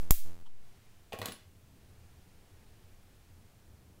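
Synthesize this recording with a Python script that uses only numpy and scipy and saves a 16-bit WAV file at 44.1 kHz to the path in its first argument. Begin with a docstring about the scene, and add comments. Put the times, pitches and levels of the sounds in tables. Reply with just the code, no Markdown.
"""A high-voltage multiplier sparks over on a workbench, close to a microphone, in a small quiet room.
One spark is already dying away; a second strikes at 0.1 s. Each cracks, hisses away in the room and
jolts the microphone input, which buzzes briefly as it settles. A faint tick follows and the
background dips. From 1.1 s something hard clatters and scrapes on the bench, and a small metal
part pings. Room rumble, a low hum and microphone hiss run underneath to the end."""
import sys
import numpy as np
from scipy import signal
from scipy.fft import rfft, irfft
from scipy.io import wavfile

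SR = 44100
rng = np.random.default_rng(int(sys.argv[2]) if len(sys.argv) > 2 else 0)


def int16_out(signal):
    """Quantize to a 16-bit WAV file."""
    q = np.round(np.clip(np.atleast_2d(signal).T, -1, 1) * 32767)
    wavfile.write(sys.argv[1], SR, q.astype(np.int16))


N = 4 * SR

# Resonances of the hard object. Each row: frequency in Hz, width in Hz, relative level in dB.
OBJECT_MODES = [(468, 67, 13.5), (710, 87, 8.5), (830, 60, 4), (974, 110, 9), (1102, 15.6, 25.5),
                (1460, 220, 6), (1895, 100, 12.5), (2480, 120, 14), (2800, 220, 2), (3400, 78, 5),
                (3800, 130, -1)]


def undb(db):
    """Decibels to gain."""
    return 10 ** (np.asarray(db) / 20)


def unit(x):
    """Scale to unit energy."""
    return x / np.sqrt(np.sum(x ** 2))


def add(out, x, start_s):
    """Mix x into out at start_s, dropping what falls outside."""
    i = int(round(start_s * SR))
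    x, i = x[max(-i, 0):], max(i, 0)
    out[i:i + len(x)] += x[:len(out) - i]


def second():
    """Time axis of one second."""
    return np.arange(SR) / SR


def fade(t60_s):
    """Exponential decay, one second long."""
    return np.exp(-np.log(1000) * second() / t60_s)


def at(table, hz):
    """Read a table on a log-frequency axis."""
    points_hz, values = np.array(table).T
    return np.interp(np.log(np.maximum(hz, 1)), np.log(points_hz), values)


def curve(table):
    """Gain over time from (s, dB) points."""
    return undb(np.interp(np.arange(N) / SR, *np.array(table).T))


def colour(x, spectrum):
    """Minimum-phase filter through (Hz, dB) points."""
    n = 2 * len(x)
    gain = undb(at(spectrum, np.fft.rfftfreq(n, 1 / SR)))
    cepstrum = irfft(np.log(gain))
    cepstrum[1:n // 2] *= 2
    cepstrum[n // 2 + 1:] = 0
    return irfft(rfft(x, n) * np.exp(rfft(cepstrum)))[:len(x)]


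def burst(t60_s):
    """Decaying noise of unit energy."""
    return unit(rng.standard_normal(SR) * fade(t60_s))


def ring(modes):
    """Impulse response of a set of damped resonances."""
    t = second()
    return sum(undb(db) * 2 * np.pi * width_hz / SR * np.exp(-np.pi * width_hz * t)
               * np.cos(2 * np.pi * hz * t) for hz, width_hz, db in modes)


def crack():
    """A shock pulse and its near reflections ring briefly, scatter off clutter and fill the room."""
    # Resonances colouring the crack. Each row: frequency in Hz, width in Hz, relative level in dB.
    modes = [(330, 66, -10), (650, 79, 4), (1060, 79, -9), (1860, 130, -12), (2637, 140, -16.5),
             (3340, 197, -17), (3780, 180, -10), (4900, 230, -11.5), (6870, 396.6, -4.5), (7200, 200, -0.5),
             (9136, 180, -3.5), (9720, 400, -6.5), (12100, 200, -9), (12810, 290, .5), (14210, 370, -4),
             (14600, 300, -6)]
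    # Direct path, then off the bench and nearby parts. Each row: delay in ms, level in dB.
    paths = [(0, 0), (.92, -5), (1.8, -14), (2.3, -13), (3.5, -22), (5.1, -21), (10.6, -22), (11.6, -17),
             (15.6, -18)]
    # Spectrum of the echo. Each row: frequency in Hz, relative density in dB.
    echo_spectrum = [(200, -34.5), (700, -27), (2000, -17), (5000, -12), (7000, -9), (10500, -6),
                     (13000, 1.5), (16000, -1)]
    pulse = undb(10) * ring(modes)
    pulse[0] += undb(-30)  # broadband snap
    near = np.zeros(SR)
    for delay_ms, db in paths:
        add(near, -undb(db) * pulse, delay_ms / 1000)
    scatter = undb(2) * unit(colour(burst(t60_s=0.025), echo_spectrum))
    echo = undb(-2.5) * unit(colour(room(), echo_spectrum))
    return near + scatter + echo


def room(delay_s=0.0075):
    """Diffuse room echo: arrives slightly late and lasts longest in the mid band."""
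    # Room decay. Each row: band centre in Hz, T60 in s.
    decay = [(150, 0.3), (1000, 0.47), (3000, 0.53), (7000, 0.45), (14000, 0.28)]
    hz = np.fft.rfftfreq(SR, 1 / SR)
    noise = rfft(rng.standard_normal(SR))
    centres_hz = [centre_hz for centre_hz, _ in decay]
    tail = np.zeros(SR)
    for share, (_, t60_s) in zip(np.eye(len(decay)), decay):
        band_gain = at(list(zip(centres_hz, share)), hz)
        tail += irfft(noise * band_gain) * fade(t60_s)
    return unit(tail * (second() > delay_s))


def jolt(rise_s=0.0015, drain_s=0.054, instant_share=0.48, settle_hz=1.6, settle_q=0.8):
    """The discharge kicks the microphone input; the step drains and swings slowly back to rest."""
    t = np.arange(N) / SR
    rise = 1 - (1 - instant_share) * np.exp(-t / rise_s)
    step = -undb(-9) * rise * np.exp(-t / drain_s)
    omega = 2 * np.pi * settle_hz
    highpass = signal.bilinear([1, 0, 0], [1, omega / settle_q, omega ** 2], SR)
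    return signal.lfilter(*highpass, step)


def buzz(length_s, hz=86.13, start_db=-40, fade_db_per_s=45.5):
    """A fading sawtooth while the input settles in small steps."""
    t = second()
    sawtooth = 0.5 - (t * hz) % 1
    taper = np.clip((length_s - t) * hz, 0, 1)
    return sawtooth * taper * undb(start_db - fade_db_per_s * t)


def sparks(buzz_delay_s=0.1425, buzz_max_s=0.185):
    """Crack, jolt and buzz for each spark; a new spark cuts the previous buzz short."""
    # Discharges, the first already over at time zero. Each row: start in seconds, level in dB.
    discharges = [(-0.1241, -2), (0.1081, 0)]
    out = np.zeros(N)
    next_starts_s = [start_s for start_s, _ in discharges[1:]] + [np.inf]
    for (start_s, db), next_s in zip(discharges, next_starts_s):
        add(out, undb(db) * crack(), start_s)
        add(out, undb(db) * jolt(), start_s)
        buzz_start_s = start_s + buzz_delay_s
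        add(out, buzz(min(buzz_max_s, next_s - buzz_start_s)), buzz_start_s)
    return out


def rumble_and_hiss(crossover_hz=7700):
    """Room rumble that swells and sinks, under steady microphone hiss."""
    # Noise floor. Each row: frequency in Hz, relative density in dB.
    floor_spectrum = [(20, 0), (53, -13.5), (87, -9.5), (120, -10.5), (148, -19), (180, -17), (266, -22.5),
                      (465, -22), (534, -29), (705, -26), (1100, -30.5), (2540, -32.5), (3750, -36),
                      (15500, -47.5)]
    # Swell of the rumble. Each row: time in seconds, gain in dB.
    swell = [(0, 2), (.2, -13.5), (.5, 3.5), (1.0, 0.5), (1.5, -5), (1.9, 0), (2.6, 1.5), (3.5, -1.5),
             (4, -5.5)]
    noise = undb(-59.5) * np.sqrt(N) * unit(colour(rng.standard_normal(N), floor_spectrum))
    rumble = signal.sosfiltfilt(signal.butter(1, crossover_hz, fs=SR, output="sos"), noise)
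    hiss = undb(8.5) * (noise - rumble)
    return curve(swell) * rumble + hiss


def hum(hz=85.2, width_hz=20, octave_db=-17):
    """A wavering low hum that fades in: narrow bands of noise at one pitch and its octave."""
    # Swell of the hum. Each row: time in seconds, gain in dB.
    swell = [(0, -29.5), (1.0, -11), (1.5, 2), (1.75, 3), (2.15, 2.5), (2.3, -0.5), (2.8, 0), (3.55, 2),
             (3.75, 4), (4, 4)]
    response = ring([(hz, width_hz, 0), (2 * hz, width_hz, octave_db)])
    drone = signal.fftconvolve(rng.standard_normal(N + SR - 1), response, "valid")
    return curve(swell) * undb(-62.5) * np.sqrt(N) * unit(drone)


def faint_tick(start_s=0.45, length_s=0.034):
    """A soft, slightly rasping tick as the spark's echo ends."""
    # Resonances of the tick. Each row: frequency in Hz, width in Hz, relative level in dB.
    modes = [(950, 98, 2.5), (3090, 170, -2)]
    out = np.zeros(N)
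    window = np.sin(np.pi * np.minimum(second() / length_s, 1)) ** 2
    rasp = rng.standard_normal(SR) * window
    add(out, undb(-33.5) * unit(signal.fftconvolve(rasp, ring(modes))), start_s)
    return out


def dip(centre_s=0.52, width_s=0.1, depth_db=-4.5):
    """Gain of the background: sinks briefly after the crack and comes back."""
    t = np.arange(N) / SR
    return undb(depth_db * np.exp(-((t - centre_s) / width_s) ** 2))


def strike(response, grit=1.6):
    """Excite a response with a clean blow plus the chatter of the surfaces as they meet."""
    contact = grit * burst(t60_s=0.02)
    contact[0] += 1
    return unit(signal.fftconvolve(contact, response)[:SR])


def struck_spot(hz, width_hz=65):
    """Short, hollow ring of the spot that is hit."""
    t = second()
    return unit(np.sin(2 * np.pi * hz * t) * np.exp(-np.pi * width_hz * t))


def knocks(detune=0.02, body_top_hz=5130):
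    """Each knock thuds in the bench, rings the object, clicks with a loose rattle and ticks."""
    # Each row: start in seconds, relative levels in dB of thud, body, click and bright tick,
    # frequency of the struck spot in Hz, its relative level in dB.
    blows = [(1.1232, -41, -10, -14, -29, 795, -1), (1.1305, -26, -4.5, -13, -14, 3420, -10),
             (1.137, -1.5, -21, -34, -25, 452, 3), (1.1885, -8, -16, -13.5, -10, 792, -6.5),
             (1.197, -4, -20, -24, -25, 450, -20), (1.2166, -1.5, -1, -7, -8.5, 1070, 0.5),
             (1.2577, -6.5, -8.5, -1.5, 3, 725, -13), (1.2847, -4.5, -34, -8, -12, 197, -5.5),
             (1.321, -15.5, -24, -9, -11.5, 210, -11)]
    # Spectra of bench thud and contact click. Each row: frequency in Hz, relative density in dB.
    thud_spectrum = [(30, -15), (60, -5), (95, 0), (140, -10), (200, -3.5), (300, -2), (450, -9.5),
                     (600, -6), (2000, -36)]
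    click_spectrum = [(300, -12), (1500, -1), (3200, 6), (5000, 0.5), (7000, -13), (9000, -4), (13000, -33),
                      (16000, -17)]
    # Resonances of the bright tick. Each row: frequency in Hz, width in Hz, relative level in dB.
    tick_modes = [(7170, 2600, 5), (10100, 700, 10), (10900, 700, -6), (12350, 900, 9), (14300, 1500, 6)]
    out = np.zeros(N)
    tick = ring(tick_modes)
    soft_blow = signal.butter(2, body_top_hz, fs=SR)  # too soft to ring the object higher up
    for start_s, thud_db, body_db, click_db, tick_db, spot_hz, spot_db in blows:
        pitch = 1 + detune * rng.uniform(-1, 1)  # each knock lands on another spot
        modes = [(hz * pitch, width_hz, db) for hz, width_hz, db in OBJECT_MODES]
        body = signal.lfilter(*soft_blow, ring(modes))
        thud = unit(colour(burst(t60_s=0.046), thud_spectrum))
        contact = burst(t60_s=0.003)
        rattle = undb(6.5) * burst(t60_s=0.05)
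        click = unit(colour(contact + rattle, click_spectrum))
        add(out, undb(thud_db - 14) * thud, start_s)
        add(out, undb(body_db - 12.5) * strike(body), start_s)
        add(out, undb(click_db - 14) * click, start_s)
        add(out, undb(tick_db - 15) * strike(tick), start_s)
        add(out, undb(spot_db - 17) * struck_spot(spot_hz), start_s)
    return out


def scrape(catches_per_s=1200, spread_db=3):
    """Between knocks the object drags on the bench: dense, uneven catches that fade as it slows."""
    # Each row: start in seconds, length in seconds, relative level in dB.
    slides = [(1.134, 0.026, -4.5), (1.223, 0.041, -2.5), (1.262, 0.042, -3.5)]
    # Scraped bench surface. Each row: frequency in Hz, relative density in dB.
    surface_spectrum = [(150, -7), (450, 5), (800, 6), (1200, -3), (1500, 1.5), (2500, 1.5), (3600, -24),
                        (6000, -23), (15000, -34)]
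    t, catches = second(), np.zeros(N)
    for start_s, length_s, db in slides:
        caught = rng.random(SR) < catches_per_s / SR
        signs = rng.choice([-1, 1], SR)
        grains = caught * signs * undb(spread_db * rng.standard_normal(SR))
        slowing = np.sqrt(np.clip(1 - (t / length_s) ** 2, 0, 1))
        add(catches, undb(db) * slowing * grains / np.std(grains), start_s)
    surface = undb(-47.5) * unit(colour(signal.unit_impulse(SR), surface_spectrum))
    body = undb(-49) * unit(ring(OBJECT_MODES))
    return signal.fftconvolve(catches, surface + body)[:N]


def ping(hz=10960):
    """A small metal part rings at one high frequency."""
    return undb(-47) * np.sin(2 * np.pi * hz * second()) * fade(t60_s=0.15)


def clatter(echo_db=-6.5):
    """Knocks and scrapes with a damped room echo; the last knock sets off the ping."""
    direct = scrape() + knocks()
    damped_room = unit(room() * fade(t60_s=1.8))
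    out = direct + undb(echo_db) * signal.fftconvolve(direct, damped_room)[:N]
    add(out, ping(), start_s=1.321)
    return out


def scene():
    """Sparks, tick, clatter and the quiet room at one microphone."""
    events = sparks() + faint_tick() + clatter()
    background = rumble_and_hiss() + hum()
    return (events + dip() * background)[None]


def record(dry):
    """The recorder cuts the top with a steep low-pass."""
    top_hz = 15700
    return signal.sosfilt(signal.ellip(10, 0.2, 80, top_hz, fs=SR, output="sos"), dry)


dry = scene()
out = record(dry)
int16_out(out)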